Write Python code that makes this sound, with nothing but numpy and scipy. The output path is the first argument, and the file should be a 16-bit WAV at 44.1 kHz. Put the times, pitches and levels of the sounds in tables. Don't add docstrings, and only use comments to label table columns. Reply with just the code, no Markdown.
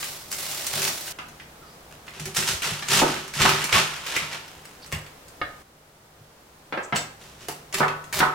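import sys
import numpy as np
from scipy import signal
from scipy.fft import rfft, irfft
from scipy.io import wavfile
from scipy.ndimage import uniform_filter1d

SR = 44100
rng = np.random.default_rng(int(sys.argv[2]) if len(sys.argv) > 2 else 0)


def wav_record(signal):
    frames = np.transpose(np.atleast_2d(signal))
    bounded = np.clip(frames, -1, 1)
    quanta = np.round(bounded * 32767).astype(np.int16)
    wavfile.write(sys.argv[1], SR, quanta)


N = 367794
TIME = np.arange(N) / SR
RING = np.arange(int(.8 * SR)) / SR

# f/Hz, level/dB, undamped t60/s
BOARD_MODES = [(263, -9.5, 0.3), (347, -4.5, 0.15), (385.6, 1, 0.46), (428, -10.5, 0.15), (554, -7.5, 0.46),
               (643, -13, 0.11), (750, 0, 0.28), (834, -5, 0.33), (884, -2, 0.34), (1040, -11, 0.43),
               (1130, 1.5, 0.47), (1154, -10, 0.63), (1248, 3, 0.42), (1282, 2, 0.52), (1317, 2, 0.78),
               (1420, -12, 0.4), (1490, 5.5, 0.52), (1550, -20, 0.21)]
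# f/Hz, level/dB, undamped t60/s
COUNTER_MODES = [(65, -12, 0.38), (85, -11.5, 0.32), (103.4, -7, 0.62), (149.6, 2, 0.65), (174.4, -2, 0.15),
                 (206.2, 1, 0.17)]
# f/Hz, density/dB
LEAF_SPECTRUM = [(180, -45), (300, -9.5), (379, -5), (425, -13), (624, -4), (814, -5.5), (1360, -5),
                 (1580, -6), (1970, -5.5), (6960, -7.5), (16000, -8.5)]
# f/Hz, density/dB
CRUNCH_SPECTRUM = [(180, -36), (300, -7), (366, -8), (519, -3.5), (787, -4.5), (915, -0.5), (1100, 0),
                   (1460, 1), (1900, -0.5), (2880, -0.5), (4590, -6.5), (6620, -6.5), (15000, -15.5),
                   (16000, -21)]


def undb(db):
    return 10 ** (np.asarray(db) / 20)


def rms(x):
    return np.sqrt(np.mean(x ** 2)) + 1e-12


def fade(t60):
    return np.exp(-np.log(1000) * RING / t60)


def cut(x, hz, kind, order=2):
    return signal.sosfilt(signal.butter(order, hz, kind, fs=SR, output="sos"), x)


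def colour(x, points):
    hz, db = np.transpose(points)
    size = 4096
    bin_hz = np.arange(size // 2 + 1) * SR / size
    log_gain = np.log(undb(np.interp(np.log(bin_hz + 1), np.log(hz), db)))
    cepstrum = irfft(log_gain) * np.r_[1, np.full(size // 2 - 1, 2), np.zeros(size // 2)]
    response = np.array(irfft(np.exp(rfft(cepstrum))), ndmin=x.ndim)
    return signal.fftconvolve(x, response)[..., :x.shape[-1]]


def ring(modes):
    return sum((-1) ** k * undb(db) * fade(t60) * np.sin(2 * np.pi * hz * RING)
               for k, (hz, db, t60) in enumerate(modes))


def resonate(x, hz, q):
    w = 2 * np.pi * hz
    return signal.lfilter(*signal.bilinear([1], [w ** -2, 1 / (w * q), 1], SR), x)


def at_level(x, db):
    return x * undb(db) / rms(x[..., :int(.04 * SR)])


def unit_band(x, low_hz, high_hz):
    return x / rms(cut(x, [low_hz, high_hz], "band"))


def add(out, t, x):
    start = max(int(t * SR), 0)
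    out[:, start:start + x.shape[-1]] += x[..., :N - start]


def cutting():
    # t/s, rise/s, hold/s, level/dB, fall/(dB/s), spray and rumble/dB re level
    head_strokes = [(2.12, 0.02, 0.021, -44.5, 53, -6, -4.5), (2.188, 0.0099, 0.0069, -45.5, 300, 7.5, -4),
                    (2.248, 0.0063, 0.0082, -43, 250, 2, 9), (2.341, .025, 0.012, -30, 127, 6, -3),
                    (2.445, 0.032, 0.014, -26.5, 179, 2, -9), (2.609, 0.027, 0.018, -27.5, 92, -2, -12),
                    (2.76, 0.034, .06, -45, 100, 2, -8), (2.867, .045, 0.089, -21.5, 350, -0.5, -6),
                    (3.022, 0.044, 0.043, -31.5, 78, -3.5, -7), (3.332, 0.0059, 0.039, -36, 154, 1.5, -9),
                    (3.354, .055, 0.049, -19.5, 82, -6.5, -9), (3.57, 0.025, 0.018, -37.5, 140, -1, -23),
                    (3.704, 0.027, 0.055, -19, 230, -5.5, -10.5), (3.82, .04, 0.095, -36, 73, -5.5, -16.5),
                    (4.018, .05, 0.062, -33, 51, -4, -15), (4.119, 0.035, .005, -29, 137, -8, -26),
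                    (4.293, 0.032, 0.016, -32, 303, -8.5, -17), (7.184, 0.025, 0.023, -51, 50, -1, -1),
                    (7.378, 0.031, .02, -48, 130, -2, -3)]
    stack_strokes = [(7.481, 0.0032, 0.0098, -47, 228, 9.5, -8), (7.732, 0.0073, .005, -32, 400, -10, -4.5),
                     (7.749, 0.029, 0.023, -30, 1000, -4.5, -6),
                     (8.125, 0.0071, 0.038, -32, 220, 0.5, -5.5),
                     (8.161, 0.03, 0.0057, -25, 1500, -1, -5.5)]
    clicks = fractures(per_s=2000, spread_db=2.5, clump_db=2.0)
    head = crackle(clicks, CRUNCH_SPECTRUM, head_strokes, room_db=1.5)
    stack = crackle(clicks, LEAF_SPECTRUM, stack_strokes, room_db=0.0, spots=2)
    return head + stack


def fractures(per_s, spread_db, clump_db, clumps_per_s=200, steady_s=0.031):
    size = undb(spread_db * np.minimum(rng.exponential(size=N), 3.3))
    clump_times = np.cumsum(rng.exponential(1 / clumps_per_s, size=5000))
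    clump_strength = np.clip(rng.standard_normal(len(clump_times)), -2, 2)
    clumps = undb(clump_db * np.interp(TIME, clump_times, clump_strength))
    clicks = (rng.random(N) < per_s / SR) * rng.choice([-1, 1], N) * size * clumps
    local_power = np.abs(uniform_filter1d(clicks ** 2, int(steady_s * SR)))
    return clicks / np.sqrt(local_power + 1e-4)


def push(rise_s, hold_s, db, fall_db_per_s, swell_db=23):
    short_of_full = np.clip(1 - RING / rise_s, 0, 1)
    easing_s = np.maximum(RING - rise_s - hold_s, 0)
    return undb(db - swell_db * short_of_full - fall_db_per_s * easing_s)


def push_gains(strokes, dulling_db_per_s=6.5):
    power = np.zeros((3, N))
    for t, *shape, spray_db, rumble_db in strokes:
        gain = push(*shape)
        spray = gain * undb(spray_db - dulling_db_per_s * RING)
        add(power, t, np.array([gain, spray, gain * undb(rumble_db)]) ** 2)
    return np.sqrt(power)


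def crackle(clicks, spectrum, strokes, room_db, spots=4, spray_hz=4600):
    body, spray, rumble = push_gains(strokes)
    spot = rng.integers(spots, size=N)
    airborne = np.zeros((2, N))
    for k in range(spots):
        sound = colour(clicks * (spot == k), spectrum)
        coarse = unit_band(cut(sound, spray_hz, "low", order=4), 900, 4000)
        fine = unit_band(cut(sound, spray_hz, "high", order=4), 5000, 15000)
        airborne += kitchen(coarse * body + fine * spray, room_db) / np.sqrt(spots)
    hollow = cut(ring(COUNTER_MODES), 65, "high")
    board = undb(2) * cut(ring(BOARD_MODES), 383, "low")
    wood = (hollow + board) * fade(t60=0.4)
    wood /= np.sqrt(np.sum(wood ** 2))
    return airborne + signal.fftconvolve(rumble * clicks / rms(clicks), wood)[:N]


def knocks(strike_db=24, q=1.18, body_hz=720, tick_db=-27):
    # t/s, level/dB, contact f/Hz, then hollow body, ringing and thump/dB re level
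    blows = [(1.1867, -38, 2000, -20, -28, -24), (3.018, -20.5, 980, -5, -8, -18),
             (3.024, -21, 427, -14, -4, -15), (3.452, -19.5, 1130, -10, -4.5, -10.5),
             (3.755, -22.5, 1320, -24, -9.5, -13), (4.926, -36.5, 1950, -9, -22, -4.5),
             (6.725, -30.5, 1770, -3, -24, -17), (6.775, -30, 1650, -3, -15, -21),
             (6.925, -24.5, 1750, -7.5, -33, -7.5), (6.948, -34, 750, -12, -22, -4),
             (7.486, -37, 750, -3, -21, -11), (7.805, -19.5, 1220, -9.5, -5.5, -12),
             (7.829, -21, 1250, -20, -8, -32), (8.204, -20, 1560, -13.5, -7, -14.5),
             (8.228, -18, 1420, -11.5, -5, -31)]
    # f/Hz, density/dB
    wood_spectrum = [(100, -15.5), (250, -3), (500, -2.5), (1000, 4), (2000, 3.5), (4000, 2.5),
                     (12000, -15)]
    thump = cut(ring(COUNTER_MODES), 90, "high", order=3)
    out = np.zeros((2, N))
    for t, db, contact_hz, body_db, ring_db, thump_db in blows:
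        contact = rng.standard_normal(len(RING)) * fade(t60=0.07)
        contact[0] += undb(strike_db)
        grain = kitchen(colour(contact, wood_spectrum), room_db=11.5)
        knock = resonate(grain, contact_hz, q)
        tone = resonate(kitchen(ring(BOARD_MODES), room_db=-4.5), contact_hz, q)
        tick = cut(grain, [1500, 5000], "band", order=1)
        body = resonate(kitchen(contact, room_db=7.5), body_hz, q)
        body = cut(body, 310, "high")
        strike = at_level(knock, 0) + at_level(tone, ring_db) + at_level(tick, tick_db)
        add(out, t, at_level(strike, db) + at_level(body, db + body_db) + at_level(thump, db + thump_db))
    return out


def snaps_and_taps(burst_t60=0.019, burst_db=-13, treble_hz=3800):
    # t/s, level/dB, treble boost/dB
    sharp_clicks = [(0.0279, -33, -10), (0.3261, -31.5, 1), (0.514, -37, 8), (0.6671, -29.5, 13),
                    (0.8179, -30, 2), (0.8405, -29, 4), (0.8772, -28.5, 7), (1.078, -41.5, -9),
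                    (1.1879, -39.5, -17), (1.286, -50.5, 1), (1.3994, -44.5, -26), (2.0806, -42, -20),
                    (2.1977, -41, -1), (2.256, -35.5, 3), (2.348, -36.5, 2), (2.368, -26, -1),
                    (2.426, -31.5, -11), (2.6209, -31, -4), (2.825, -34, -22), (2.8858, -30, 4),
                    (2.9287, -28, -1), (3.1652, -37, -12), (3.279, -42.5, 0), (3.3388, -37.5, -7),
                    (3.418, -22, -6), (3.4917, -23.5, -2.5), (3.6177, -31.5, -9), (3.6417, -27.5, 2.5),
                    (3.6925, -32, -10), (3.728, -22, -15), (4.065, -36, -1), (4.1651, -24, -8.5),
                    (4.4784, -49.5, -9), (4.6543, -47, 2), (4.862, -48.5, 5), (4.9245, -31, -7.5),
                    (5.0634, -48.5, -12), (5.2823, -51.5, 14), (7.4855, -36, 1), (7.7266, -37.5, -3),
                    (7.743, -26.5, -3), (7.882, -33.5, -13), (8.041, -48.5, 0), (8.1272, -31, -5),
                    (8.2035, -26.5, -23)]
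    # f/Hz, density/dB
    click_spectrum = [(300, -14.5), (900, -12), (1500, -5.5), (2300, -3), (4000, -9), (7500, -5.5),
                      (11000, -12.5), (16000, -15.5)]
    out = np.zeros((2, N))
    for t, db, treble_db in sharp_clicks:
        burst = undb(burst_db) * rng.standard_normal(len(RING)) * fade(burst_t60)
        burst[0] += 1
        click = colour(burst, click_spectrum)
        treble = undb(treble_db) * cut(click, treble_hz, "high", order=3)
        click = cut(click, treble_hz, "low", order=3) + treble
        add(out, t, at_level(kitchen(click, room_db=6.5, early_db=3.5), db))
    return out


def rustling(stop_s=1.125):
    # t/s, rise/s, hold/s, level/dB, fall/(dB/s), spray and rumble/dB re level
    pulls = [(0.0, 0.0013, 0.017, -39, 51, 6.5, -14), (0.292, 0.019, 0.0057, -41.5, 152, 10, -9),
             (0.351, 0.034, 0.29, -38, 120, 5.5, -14.5), (0.675, 0.057, .15, -31.5, 220, 2.5, -8),
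             (0.89, .03, 0.1, -42, 60, 6.5, -23), (1.049, 0.022, 0.027, -41.5, 204, 6.5, -14)]
    clicks = fractures(per_s=5000, spread_db=3.0, clump_db=4.5)
    return crackle(clicks, LEAF_SPECTRUM, pulls, room_db=3.5) * (TIME < stop_s)


def thumps():
    # t/s, level/dB, f/Hz
    rocks = [(2.204, -37, 144), (2.262, -46, 152), (2.514, -39, 80), (2.708, -37, 142), (3.365, -39, 140),
             (3.4, -30, 134), (3.727, -30, 115), (4.214, -42, 150), (4.928, -33.5, 83), (6.201, -51.5, 130),
             (8.184, -44, 90)]
    counter = ring(COUNTER_MODES) * fade(t60=0.64)
    out = np.zeros((2, N))
    for t, db, hz in rocks:
        shove = rng.standard_normal(len(RING)) * fade(t60=0.12)
        boom = at_level(resonate(counter, hz, q=3.2), 0)
        thud = at_level(resonate(shove, hz, q=2.8), -2.4)
        add(out, t, at_level(cut(boom + thud, 51, "high"), db))
    return out


def clink(t, modes, ring_db, clatter_db, spectrum, clatter_t60, resting_t60=1.6):
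    out = np.zeros((2, N))
    chatter = colour(rng.standard_normal(len(RING)) * fade(clatter_t60), spectrum)
    tone = kitchen(ring(modes) * fade(resting_t60), room_db=-3.0)
    add(out, t, at_level(tone, ring_db) + at_level(kitchen(chatter, room_db=4.5), clatter_db))
    return out


def blade():
    # t/s, ringing/dB, clatter/dB
    touches = [(6.949, -50, -42), (6.959, -31.5, -27.5), (7.485, -52, -50)]
    # f/Hz, level/dB, undamped t60/s
    steel_modes = [(2670, 2, 0.14), (2900, 3, 0.14), (3600, -6, 0.28), (4430, -9, 0.17), (4420, 6.5, 0.12),
                   (5459, -18, .35), (6700, -9, .33), (6740, -15, .27), (7500, -10, .33), (7800, -1, 0.37),
                   (9243, -5, 0.26), (10500, -22, .2), (14900, -7, .22), (15000, -9, .25)]
    # f/Hz, density/dB
    chatter_spectrum = [(200, -1), (1000, -8), (1800, 4.5), (4500, 1), (8000, 1.5), (11500, -13.5),
                        (15500, -11)]
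    return sum(clink(t, steel_modes, ring_db, clatter_db, chatter_spectrum, clatter_t60=0.13)
               for t, ring_db, clatter_db in touches)


def dish(bump_s=5.415, stop_s=5.625):
    # f/Hz, level/dB, undamped t60/s
    dish_modes = [(306, -13, 0.34), (714, -2.5, 0.1), (1238, -10.5, 0.49), (1240, 7, 0.1),
                  (1860, -12, 0.44), (2150, -10, 0.18), (2206, -1, 0.078), (2800, -7, 0.087)]
    # f/Hz, density/dB
    clatter = [(100, -4), (600, -4), (950, -7), (1300, 2.5), (2100, -6), (2500, -11), (3000, -10),
               (4500, -16), (7000, -47), (16000, -47)]
    sound = clink(bump_s, dish_modes, ring_db=-28, clatter_db=-30, spectrum=clatter, clatter_t60=0.033)
    return sound * (TIME < stop_s)


def handling():
    # t/s, rise/s, hold/s, level/dB, fall/(dB/s)
    grips = [(1.19, .02, .04, -62, 45), (1.895, 0.014, .01, -50, 200), (2.044, 0.025, 0.018, -51, 120),
             (4.44, 0.022, 0.27, -55, 82), (4.8, 0.029, 0.034, -55, 122),
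             (4.914, 0.0078, 0.016, -37.5, 280), (5.025, 0.021, .01, -61, 60)]
    clicks = fractures(per_s=400, spread_db=5, clump_db=3, steady_s=.04)
    ticks = unit_band(colour(clicks, CRUNCH_SPECTRUM), 2000, 10000)
    touch = np.zeros((1, N))
    for t, *shape in grips:
        add(touch, t, push(*shape)[None])
    return kitchen(ticks * touch[0], room_db=-1.0)


def squeaks(waver=0.118, waver_hz=2000):
    # t/s, length/s, first f/Hz, last f/Hz, level/dB
    slides = [(1.394, 0.065, 4540, 5400, -62), (1.607, 0.068, 1440, 1190, -51),
              (1.627, 0.15, 4380, 5060, -60), (4.816, .04, 4540, 4530, -47),
              (6.824, 0.038, 7160, 7560, -44.5)]
    out = np.zeros((1, N))
    for t, length_s, first_hz, last_hz, db in slides:
        progress = np.linspace(0, 1, int(length_s * SR))
        rough = uniform_filter1d(rng.standard_normal(len(progress)), int(SR / waver_hz))
        glide_hz = first_hz + (last_hz - first_hz) * np.sqrt(progress)
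        hz = glide_hz * (1 + waver * rough / rms(rough))
        swell = undb(db) * 2 * np.sin(np.pi * progress)
        add(out, t, swell * np.sin(2 * np.pi * np.cumsum(hz) / SR))
    return kitchen(out[0], room_db=1.0)


def kitchen(x, room_db, early_db=2, low_t60=0.48, high_t60=0.36, early_t60=0.11):
    noise = diffuse(len(RING))
    low = cut(noise, 1500, "low", order=1)
    early = undb(early_db) * diffuse(len(RING)) * fade(early_t60)
    tail = low * fade(low_t60) + (noise - low) * fade(high_t60) + early
    tail *= np.clip(RING / 0.00062, 0, 1)
    response = undb(room_db) * tail / np.sqrt(np.sum(tail ** 2) / 2)
    response = 0.87 * cut(response, 13000, "low", order=1)
    response[[0, 1], rng.integers(2, size=2)] += 1
    return signal.fftconvolve(x[None], response)[:, :len(x)] / np.sqrt(1 + undb(room_db) ** 2)


def diffuse(size, apart_hz=700):
    mid, side = rng.standard_normal((2, size))
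    side = 1.01 * cut(side, apart_hz, "high")
    return np.array([mid + side, mid - side])


def background(waver_db=2):
    # f/Hz, density/dB
    air_spectrum = [(20, -20), (55, -17), (120, -14), (250, -17.5), (550, -17), (1000, -21), (2500, -29.5),
                    (7000, -34), (13000, -37.5), (16000, -38.5)]
    # f/Hz, level/dB before the drift
    hum_tones = [(62, -73), (151, -69.5)]
    # t/s, gain/dB
    drift = [(0, 8.5), (5.62, 8), (5.63, 2), (8.34, 9)]
    air = colour(diffuse(N), air_spectrum)
    room_tone = air * undb(-56) / rms(air)
    waver_times = np.linspace(0, N / SR, 40)
    for hz, db in hum_tones:
        waver = np.interp(TIME, waver_times, rng.standard_normal(len(waver_times)))
        room_tone += undb(db + waver_db * waver) * np.sqrt(2) * np.sin(2 * np.pi * hz * TIME)
    return room_tone * undb(np.interp(TIME, *np.transpose(drift)))


def scene():
    work = rustling() + cutting() + handling() + snaps_and_taps()
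    work += knocks() + thumps() + squeaks() + blade() + dish()
    return work * undb([[-.4], [.4]]) + background()


def record(dry, top_hz=16000):
    return signal.sosfilt(signal.ellip(10, .2, 80, top_hz, fs=SR, output="sos"), dry)


dry = scene()
out = record(dry)
wav_record(out)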